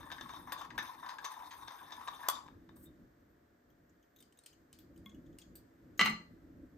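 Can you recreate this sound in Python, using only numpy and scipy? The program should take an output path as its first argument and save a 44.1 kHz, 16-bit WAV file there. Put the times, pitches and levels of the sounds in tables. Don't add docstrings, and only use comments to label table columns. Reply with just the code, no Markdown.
import sys
import numpy as np
from scipy import signal
from scipy.fft import rfft, irfft, next_fast_len
from scipy.io import wavfile

SR = 44100
rng = np.random.default_rng(int(sys.argv[2]) if len(sys.argv) > 2 else 0)


def wrap_up_sound(samples):
    columns = np.atleast_2d(samples).T
    tamed = np.clip(columns, -1, 1)
    steps = np.round(tamed * 32767).astype(np.int16)
    wavfile.write(sys.argv[1], SR, steps)


def volts(x):
    e = np.asarray(x, float) / 20
    return 10 ** e


N = 298557
SIZE = next_fast_len(N + SR)
HZ = np.arange(SIZE // 2 + 1) * SR / SIZE

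# start in seconds, peak in dB, thump in dB.
KNOCKS = [
    (5.994, -10.5, -49),
    (6.002, -16.5, -28),
    (6.018, -22.5, -31.5),
    (6.011, -9, -35.5),
    (6.039, -41, -29.5),
    (6.058, -12.5, -40),
    (6.072, -20.5, -38),
    (6.082, -38, -32.5),
    (6.099, -51, -30),
]
# pitch in Hz, phase in half turns.
PORTS = [(8200, 0), (9300, -.93), (11200, -1.08), (12600, -1.88), (14500, -2.05), (15300, -2.6)]


def rms_one(x):
    return x / np.sqrt(np.mean(x ** 2) + 1e-20)


def in_time(rows):
    s, *columns = np.transpose(rows)
    return [np.interp(np.arange(N) / SR, s, c) for c in columns]


def at_hz(points, hz=HZ):
    f, value = np.transpose(points)
    return np.interp(np.log(hz + 1), np.log(f + 1), value)


def coloured(spectrum, weight=1):
    white = rfft(rng.standard_normal(SIZE))
    return rms_one(irfft(white * volts(at_hz(spectrum)) * weight, SIZE)[:N])


def drift(rate):
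    r = np.exp(-2 * np.pi * rate / SR)
    return rms_one(signal.lfilter([1], [1, -2 * r, r * r], rng.standard_normal(N + SR))[SR:])


def grains(per_s, spread_db):
    sizes = volts(spread_db * np.minimum(rng.exponential(1, N), 4)) * rng.choice([-1, 1], N)
    return rms_one(sizes * (rng.random(N) < per_s / SR))


def resonance(x, hz, width):
    r = np.exp(-np.pi * width / SR)
    gain = (1 - r * r) / 2
    return signal.lfilter([gain, 0, -gain], [1, -2 * r * np.cos(2 * np.pi * hz / SR), r * r], x)


def glide(x, hz, width):
    turn = np.exp(2j * np.pi * np.cumsum(hz) / SR)
    r = np.exp(-np.pi * width / SR)
    return 2 * np.real(signal.lfilter([1 - r], [1, -r], x / turn) * turn)


def ring(clicks, hz, t60):
    r, w = volts(-60 / (t60 * SR)), 2 * np.pi * hz / SR
    return signal.lfilter([0, np.sin(w)], [1, -2 * r * np.cos(w), r * r], clicks + 1e-18)


def bursts(times, levels_db, lengths):
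    out, t = np.zeros(N + 4000), np.arange(4000) / SR
    onset = np.minimum(t / 0.001, 1)
    for s, db, length in zip(times, levels_db, lengths):
        fade = np.exp(-t / max(length, .001)) + 0.14 * np.exp(-t / 0.0011)
        out[round(s * SR):][:len(t)] += volts(db) * fade * onset
    return out[:N]


def struck(hits, modes, scatter_db, soft):
    out, at = 0, [round(s * SR) for s, db in hits]
    chance = rng.standard_normal((len(hits), len(modes)))
    for k, (hz, db, t60) in enumerate(modes):
        strength_db = np.array(hits)[:, 1] + db + scatter_db * chance[:, k]
        clicks = np.zeros(N)
        clicks[at] = volts(strength_db) * np.sign(np.sin(9 * chance[:, k]))
        out = out + ring(clicks, hz, t60)
    return signal.lfilter([(1 - soft) ** 2], [1, -2 * soft, soft ** 2], out)


def kitchen():
    # time in seconds, rumble in dB.
    hum = [(0, -54), (.5, -59.5), (.8, -54.5), (.9, -69), (1.4, -66), (2.26, -68.5), (2.47, -58),
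           (3.04, -58), (3.07, -62.5), (3.3, -68), (3.46, -69.5), (3.5, -72), (4.35, -70.5), (5.07, -58.5),
           (5.77, -58), (6.05, -53), (6.25, -55), (6.77, -61.5)]
    # pitch in Hz, level in dB per Hz.
    rumble = [(15, -55), (25, -15.5), (59, -4), (123, -6.5), (189, -5), (210, -10), (240, -2.5),
              (334, -1.5), (387, -17), (600, -19), (780, -48), (1320, -120)]
    # pitch in Hz, level in dB.
    air = [(240, -34), (400, 6), (600, -5), (1040, -7), (1730, -3.5), (2550, -17.5), (4050, -20),
           (6740, -22.5), (9000, -25), (11500, -13.5), (13500, -24.5), (15000, -16.5), (16000, -35)]
    # pitch in Hz, level in dB.
    air_side = [(240, -48), (400, -17), (620, -3), (840, -16.5), (1730, -13), (2550, -28.5), (6500, -32),
                (7600, -36.5), (9000, -34.5), (11600, -30), (12700, -52.5), (14300, -55.5), (15200, -32.5),
                (16000, -50.5)]
    # pitch in Hz, level in dB.
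    whine = [(581.4, -92.5), (699.8, -91)]
    rumble_db, = in_time(hum)
    rumble_gain = volts(rumble_db - 2.0 + 3.2 * drift(5.4))
    air_db = -75.0 + 0.16 * (rumble_db + 63.0)
    t = np.arange(N) / SR
    tones = sum(volts(db + 6.0) * np.sin(2 * np.pi * hz * t) for hz, db in whine)
    alike = np.cos(np.pi * at_hz(PORTS) / 2) + 0.084
    mid = rumble_gain * coloured(rumble) + volts(air_db) * coloured(air, alike) + tones
    mid = mid + volts(-98 + 3 * drift(15)) * rms_one(resonance(rng.standard_normal(N), 13700, 200))
    side = rumble_gain * volts(-13.5) * coloured(rumble)
    side = side + volts(air_db - 0.5) * coloured(air_side) + .8 * tones
    return np.array([mid + side, mid - side])


def basket():
    # time in seconds, pressure in dB, rubbing on the wall in dB
    # re pressure, pitch of the air in the cup in Hz.
    stir = [(0.0, -50.5, -18.5, 1110), (0.14, -60, -8.5, 1000), (0.22, -57, -13, 1100),
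            (0.32, -49, -8.5, 1046), (0.45, -59, -12, 980), (0.6, -49, -15, 1033), (0.72, -60, -52, 1000),
            (0.86, -48, -4, 980), (0.95, -54, -14.5, 964), (1.1, -52, -11, 1052), (1.18, -54.5, -36, 950),
            (1.26, -48.5, -6, 1076), (1.35, -52.5, -15.5, 974), (1.63, -54.5, -11.5, 1025),
            (2.0, -50.5, -13, 1024), (2.16, -53.5, -11, 1047), (2.25, -46.5, -13.5, 1006),
            (2.33, -44, -4, 1030)]
    # start in seconds, strength in dB, place (0 floor, 1/3 rim, 2/3 wall
    # and round again), scrape length in seconds.
    catches = [(0.031, -52, 0.02, 0.0091), (0.062, -46, 0.068, 0.023), (0.1, -46, 0.44, 0.032),
               (0.12, -30.5, 0.81, 0.0071), (0.182, -46.5, 0.45, 0.023), (0.209, -32.5, 0.84, 0.0082),
               (0.26, -55, 0.76, 0.0087), (0.29, -36.5, 0.058, 0.013), (0.336, -50, 1, 0.02),
               (0.473, -45, 0.13, 0.1), (0.52, -25.5, 0.79, 0.0076), (0.533, -48, 0.071, 0.0066),
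               (0.576, -43, 0.85, 0.061), (0.704, -39.5, 0.42, 0.01), (0.7771, -27, 0.42, 0.011),
               (0.785, -29, 0.58, 0.011), (0.824, -36, 0.67, 0.0048), (1.026, -43, 0.14, 0.055),
               (1.062, -37, 0.85, 0.0082), (1.089, -37.5, 0.56, 0.025), (1.184, -36, 0.37, 0.0098),
               (1.2449, -28.5, 0.56, 0.013), (1.308, -44, 0.84, 0.032), (1.361, -46.5, 1, 0.0087),
               (1.42, -44, 0.02, 0.0043), (1.432, -46.5, 0.02, 0.0091), (1.5075, -40, 0.57, 0.022),
               (1.675, -39, 0.53, 0.017), (1.704, -44, 0.88, 0.046), (1.92, -32.5, 0.78, 0.014),
               (2.081, -31, 0.86, 0.0075)]
    # start in seconds, strength in dB, place, length in seconds.
    last_catches = [
        (2.19, -47, 0.01, 0.04),
        (2.225, -46, 0.2, 0.045),
        (2.283, -32.5, 1, 0.0088),
        (2.483, -51, 0.05, 0.004),
        (2.692, -53.5, 0.11, 0.01),
        (2.762, -61.5, 0.023, 0.014),
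    ]
    # start in seconds, peak in dB.
    twangs = [(0.114, -65), (0.522, -49.5), (0.5795, -79), (0.779, -52.5), (0.826, -59), (1.2434, -60),
              (1.317, -59.5), (1.7173, -65), (1.92, -78.5), (2.23, -65), (2.2854, -43), (2.298, -45.5)]
    # pitch in Hz, width in Hz, level in dB.
    cup = [(810, 360, -6.5), (1000, 149, 8), (1110, 300, -10.5)]
    # pitch in Hz, width in Hz, level in dB.
    rim = [(1584, 238, 1), (1764, 190, 4.5), (2163, 170, -10.5)]
    # pitch in Hz, width in Hz, level in dB.
    wall = [(2640, 450, -15.5), (3650, 180, 9), (3636, 560, -3), (5090, 180, -5), (6124, 160, -3),
            (6400, 170, -32)]
    # pitch in Hz, width in Hz, level in dB.
    needles = [(8350, 450, -14), (9430, 200, -3), (10850, 64, 7.5), (10630, 290, 2.5), (12000, 120, -3.5),
               (13500, 240, -6.5), (14200, 450, -11)]
    s, db, place, length = np.transpose(catches + last_catches)
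    cup_db, rim_db, wall_db = [db - 7.5 * (1 - np.cos(2 * np.pi * (place - k / 3))) for k in range(3)]
    twang_s, twang_db = np.transpose(twangs)
    twang_length = np.full(len(twang_s), 0.009)

    pressure, on_wall, cup_hz = in_time(stir)
    needle_db = -64 + 0.37 * (pressure + on_wall + 66)
    t = np.arange(N) / SR
    lifted_s = np.maximum(t - 2.242, 0)
    lift_db = -121 * lifted_s
    trickle_db = pressure - 60 * lifted_s - 620.0 * np.maximum(t - 2.485, 0)
    pressure = pressure + lift_db
    rim_rub_db = pressure - 12.5 + 3 * drift(1.7)
    rub, scrape, surge = grains(5000, spread_db=0.0), grains(4000, spread_db=2.0), drift(24)
    parts = [(cup, trickle_db, s, cup_db + 1.0, length),
             (rim, rim_rub_db, s, rim_db - 3.0, length),
             (wall, pressure + on_wall, s, wall_db - 6.0, length),
             (needles, needle_db + lift_db, twang_s, twang_db + 10, twang_length)]
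    chance, out = rng.standard_normal((len(s), 4, 8)), 0
    for part, (peaks, steady_db, at, catch_db, lasting) in enumerate(parts):
        power = sum(volts(2 * db) * np.pi * width / SR for hz, width, db in peaks)
        for k, (hz, width, db) in enumerate(peaks):
            steady = volts(steady_db + 1.5 * surge + 3.09 * drift(26)) * rub
            noisy_db = 1.9 * np.log2(width / 200)
            mix_db = 2.5 * chance[:len(at), part, k]
            push = steady + bursts(at, catch_db + noisy_db + mix_db, lasting) * scrape
            if part == 0:
                sound = glide(push, hz * cup_hz / 1000, width)
            else:
                sound = resonance(push, hz, width)
            out = out + (-1) ** k * volts(db) * sound / np.sqrt(power)
    grit = bursts(s, wall_db - 20.5, 0.21 * length) * scrape
    return out + signal.sosfilt(signal.butter(2, (1799, 6990), "band", fs=SR, output="sos"), grit)


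def tips():
    # start in seconds, peak in dB, centre pitch in Hz.
    strikes = [(0.031, -46, 1200), (0.1047, -49, 2200), (0.1166, -35.5, 2960), (0.121, -50, 5500),
               (0.182, -48, 3000), (0.2114, -40.5, 5800), (0.2937, -52, 2500), (0.5212, -35, 1744),
               (0.7048, -43, 2210), (0.7801, -31.5, 1620), (0.7904, -28.5, 1610), (1.0604, -52, 2500),
               (1.0894, -54, 2500), (1.1847, -45, 2400), (1.2441, -36, 3700), (1.2504, -41, 1650),
               (1.3604, -59, 1800), (1.4254, -53, 1310), (1.5115, -57, 3620), (1.6821, -37.5, 3700),
               (1.9084, -47, 3660), (2.0756, -38, 2410), (2.080, -39, 5800), (2.0817, -41, 1100),
               (2.0874, -43.5, 4105), (2.4798, -52, 2200), (2.4854, -50, 1000), (2.6908, -58.5, 2980),
               (2.693, -51.5, 1000), (2.7684, -59, 4500)]
    # pitch in Hz, level in dB, time to fall 60 dB in seconds.
    tip_ring = [(947, 2.5, 0.025), (1200, -3, 0.056), (1650, 1, .03), (3650, -5.5, .06), (4920, -18, 0.021),
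                (5820, -20.5, .04)]
    out, clicks, click = np.zeros(N), np.zeros(N), np.eye(1, 400)[0]
    for s, db, hz in strikes:
        width = 0.66 * hz
        tick = resonance(resonance(click, hz, width), hz, width)
        out[round(s * SR):][:len(click)] += volts(db - 1) * tick / tick.max()
        clicks[round(s * SR)] = volts(db - 8.5)
    return out + sum(volts(db) * ring(clicks, hz, t60) for hz, db, t60 in tip_ring)


def clink():
    # start in seconds, peak in dB, bright top in dB.
    clinks = [
        (0.522, -30, -58),
        (2.2859, -12.5, -20),
        (2.299, -21.5, -39),
    ]
    # pitch in Hz, level in dB, time to fall 60 dB in seconds.
    held_rim = [(804, -11, 0.02), (1160, -2.5, 0.035), (1432, -6.5, 0.023), (3400, -5, 0.032),
                (3470, -20.5, 0.031), (6050, -4.5, 0.025), (7500, -14, .02), (12100, -12.5, 0.045)]
    # start in seconds, level in dB.
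    pings = [
        (2.693, -67.5),
        (2.855, -59.5),
        (2.88, -87),
    ]
    s, db, top_db = np.transpose(clinks)
    grit = coloured([(500, -30), (1000, -3), (3000, -8.5), (7500, -5), (15500, -5.0)])
    top = coloured([(7000, -29), (9500, -3), (12000, -8.5), (15500, -8.0)])
    crack = bursts(s, db - 3.5, np.full(len(s), .0013)) * grit
    crack = crack + bursts(s, top_db + 4.5, np.full(len(s), .0012)) * top
    modes = struck(list(zip(s, db - 11.5)), held_rim, scatter_db=3.5, soft=.1)
    flick = bursts(*np.transpose(pings), np.full(len(pings), .015)) * rng.standard_normal(N)
    faint = volts(18.5) * resonance(resonance(flick, 3670, 73), 3670, 300)
    return crack + modes + faint


def brush():
    # time in seconds, hiss in dB, lower squeak in Hz,
    # upper squeak in Hz.
    slide = [
        (2.74, -115, 8400, 12000),
        (2.762, -55, 8600, 12000),
        (2.785, -62, 8740, 13600),
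        (2.82, -60, 8900, 14400),
        (2.84, -53, 8000, 14100),
        (2.86, -58.5, 8040, 12300),
        (2.885, -78, 7910, 12340),
        (2.92, -103, 8100, 12100),
    ]
    hiss_db, low_hz, high_hz = in_time(slide)
    t = np.arange(N) / SR
    gate = (t > slide[0][0]) & (t < slide[-1][0])
    hiss = coloured([(3000, -38.0), (6500, -29), (8300, -8), (11000, 9.5), (14000, -5), (15500, 11)])
    white = rng.standard_normal(N)
    squeaks = volts(-17.5) * rms_one(glide(white, low_hz, 200))
    squeaks = squeaks + volts(-13.5) * rms_one(glide(white, high_hz, 900))
    return gate * volts(hiss_db) * (volts(-2) * hiss + squeaks)


def touches(rows, own_hz, seat_db, seat_width):
    out, t = np.zeros((2, N)), np.arange(4000) / SR
    noise = rng.standard_normal((len(rows), len(t)))
    top = signal.butter(2, [11000, 15800], "band", fs=SR, output="sos")
    broad = signal.butter(2, [2500, 10500], "band", fs=SR, output="sos")
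    for (s, db, seat_hz, top_db, contact), g in zip(rows, noise):
        tick = np.minimum(t / 0.0013, 1) * np.exp(-t / contact)
        rustle = tick + volts(-6) * np.exp(-t / 0.022)
        seat = volts(seat_db + 13.5) * resonance(g * tick, seat_hz, seat_width)
        hz = own_hz * (1 + 0.012 * g[-1])
        grit = volts(8) * resonance(g * tick, hz, 630)
        grit = grit + volts(-15.0) * signal.sosfilt(broad, g * rustle)
        grit = grit + volts(top_db + 6.0) * signal.sosfilt(top, g * rustle)
        out[:, round(s * SR):][:, :len(t)] += volts(db) * np.array([seat, grit])
    return out


def collar_taps():
    # start in seconds, peak in dB, pitch of the seat in Hz, brightness in dB.
    taps = [(3.7017, -79, 3255, -0.5), (3.894, -74.5, 6900, -9), (4.026, -72.5, 3170, -13.5),
            (4.161, -64.5, 3770, -1), (4.1855, -64, 3770, -8), (4.372, -68.5, 3720, -3),
            (4.528, -65, 3030, -14), (4.9603, -70.5, 2950, -3), (5.057, -73, 6950, 6),
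            (5.0934, -62, 3400, -38), (5.145, -68.5, 2900, -8), (5.2606, -71, 3500, -17),
            (5.3273, -74, 3350, -12.5), (5.4158, -57, 3340, -33.5), (5.976, -58.5, 6670, -2),
            (6.0474, -46, 2920, 0)]
    contact_s = 0.008
    rows = [(*row, contact_s) for row in taps]
    return touches(rows, own_hz=6400, seat_db=4.5, seat_width=170.0)


def needle_ticks():
    # start in seconds, peak in dB, pitch of the seat in Hz, brightness in dB,
    # contact in seconds.
    ticks = [(4.2026, -52.5, 3650, -12, 0.0077), (4.2244, -47, 3100, -35, 0.0023),
             (4.3233, -57, 3070, -25, 0.0043), (4.3884, -49.5, 3820, -34, 0.0031),
             (4.436, -53, 4300, -28, 0.0034), (4.4605, -38, 3170, -23, 0.0037),
             (4.7284, -39, 3060, -25, 0.0012), (4.7877, -42.5, 3400, -14.5, 0.0013),
             (4.976, -52.5, 4740, -24, 0.002), (5.3857, -37.5, 2870, -20, 0.0017),
             (5.5535, -51, 4667, -5.5, 0.014), (6.0623, -37.5, 2900, -22, 0.003),
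             (6.0975, -44.5, 4140, -12.5, 0.0055)]
    return touches(ticks, own_hz=8600, seat_db=-5.5, seat_width=73.0)


def stand():
    # start in seconds, peak in dB.
    nudges = [
        (5.061, -45),
        (5.117, -60),
    ]
    # pitch in Hz, level in dB, time to fall 60 dB in seconds.
    stand_modes = [(930, -14, .05), (1165, -5.5, 0.074), (1315, -8, 0.093), (1491, -8.5, 0.06),
                   (1920, -9.5, .05), (2003, 0.5, 0.1), (2057, -3.5, 0.056), (2145, -3.5, 0.095),
                   (2290, -8, 0.042), (2794, -2, 0.059), (3060, -4.5, .04), (3955, 0, 0.013),
                   (4140, -14.5, 0.067), (6120, -19, 0.081)]
    # pitch in Hz, level in dB, time to fall 60 dB in seconds.
    shelf_modes = [(175.4, -6.5, 0.39), (216, -3.5, 0.27), (404, -6, 0.065)]
    # pitch in Hz, level in dB, time to fall 60 dB in seconds.
    handle_modes = [(208, 3.5, 0.29), (1097, -4, 0.13), (2130, -0.5, 0.085), (3363, 6.5, 0.059)]
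    s, db, thump_db = np.transpose(KNOCKS)
    wood = struck(list(zip(s, db - 16.5)), stand_modes, scatter_db=1.0, soft=0.086)
    chatter = bursts(s, db - 40, np.full(len(s), .009))
    for hz, mode_db, t60 in stand_modes:
        wood = wood + volts(mode_db) * ring(chatter * rng.standard_normal(N), hz, 0.28 * t60)
    thump = struck(list(zip(s + 0.0042, thump_db - 4.0)), shelf_modes, scatter_db=3.0, soft=0.95)
    grit = coloured([(600, -11), (1200, -1.5), (4000, -13.0), (8000, -17.0), (15000, -25.5)])
    crack = bursts(s, db - 18.0, np.full(len(s), .004)) * grit
    nudge = struck([(at, peak_db - 9) for at, peak_db in nudges], handle_modes, scatter_db=0, soft=.15)
    return wood + thump + crack, nudge


def collar():
    # pitch in Hz, level in dB, time to fall 60 dB in seconds.
    collar_modes = [(1965, -15.5, .27), (2012, -14.5, .4), (2245, -17, .3), (2796, -11, 0.24),
                    (4130, -23.5, 0.22), (4170, -18, .25), (6060, -27, .2), (5860, -28, .18)]
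    s, db, thump_db = np.transpose(KNOCKS)
    clicks = np.zeros(N)
    clicks[np.round(s * SR).astype(int)] = volts(db - 16.5)
    return sum(volts(mode_db) * ring(clicks, hz, t60) for hz, mode_db, t60 in collar_modes)


def heard(x, sent, lead, tilt, room_db):
    # pitch in Hz, time to fall 60 dB in seconds.
    room_t60 = [(1000, 0.33), (3000, 0.28), (6000, 0.34), (12000, 0.18)]
    t, echo = np.arange(SR // 2) / SR, 0
    edges = 125 * 2 ** np.arange(0, 7.2, .5)
    white = rng.standard_normal((2, len(t))) * np.minimum(t / 0.0074, 1)
    for low, high in zip(edges, edges[1:]):
        band = signal.sosfilt(signal.butter(2, [low, high], "band", fs=SR, output="sos"), white)
        echo = echo + band * volts(-60 * t / at_hz(room_t60, np.sqrt(low * high)))
    common, own = rfft(echo, SIZE) / np.sqrt(np.sum(echo ** 2) / 2) * volts(room_db)
    no_bass = 1 / (1 + (450 / (HZ + 1)) ** 4)
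    no_top = 1 / (1 + (HZ / 6000) ** 12)
    common = common * no_bass / (1 + (HZ / 9000) ** 2)
    spread = no_top + 0.4 * np.cos(np.pi * at_hz(PORTS) / 2) ** 2 + 0.39
    own = own * 0.58 * no_bass * spread
    phase = no_top * at_hz(lead) + np.pi * at_hz(PORTS)
    half = volts(no_top * at_hz(tilt) / 2) * np.exp(.5j * phase)
    near, far = rfft(x, SIZE), rfft(sent, SIZE)
    left = (near + far * (common + own)) * half
    right = (near + far * (common - own)) / half
    return irfft(np.array([left, right]), SIZE)[:, :N]


def scene():
    # pitch in Hz, lead in radians.
    left_lead = [(100, 0.066), (780, 1.3), (1810, 0.9), (3100, 1.6), (4130, 1.1), (5000, 2), (6200, 1.4)]
    # pitch in Hz, left over right in dB.
    left_tilt = [(300, -2.5), (700, 2.5), (1290, 7), (2380, 6), (4400, 6.5), (6400, 6.5)]
    # pitch in Hz, lead in radians.
    right_lead = [(100, 0.1), (1500, 0.248), (3500, 0.3), (5000, 1), (6400, 0.32)]
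    # pitch in Hz, left over right in dB.
    right_tilt = [(300, 0.9), (700, 2.5), (1290, -1.8), (2380, 2), (4400, 5), (6400, 16)]
    stirred = signal.sosfilt(signal.butter(8, 14400, fs=SR, output="sos"), basket())
    held = stirred + tips() + clink() + brush()
    held = signal.sosfilt(signal.butter(2, 320, "high", fs=SR, output="sos"), held)
    seats, grit = collar_taps() + needle_ticks()
    knocks, nudge = stand()
    no_bass = signal.butter(2, 120, "high", fs=SR, output="sos")
    rings, rest = signal.sosfilt(no_bass, [seats + nudge, grit + knocks + collar()])
    to_room = volts(-8) * rings + rest
    at_left = heard(held, held, left_lead, left_tilt, room_db=-9)
    at_right = heard(rings + rest, to_room, right_lead, right_tilt, room_db=-5.0)
    return at_left + at_right + kitchen()


def roll_off(x):
    return signal.sosfilt(signal.butter(12, 16830, fs=SR, output="sos"), x)


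def record(dry):
    cut = signal.sosfilt(signal.cheby2(10, 60, 16500, fs=SR, output="sos"), dry)
    return roll_off(cut)


dry = scene()
out = record(dry)
wrap_up_sound(out)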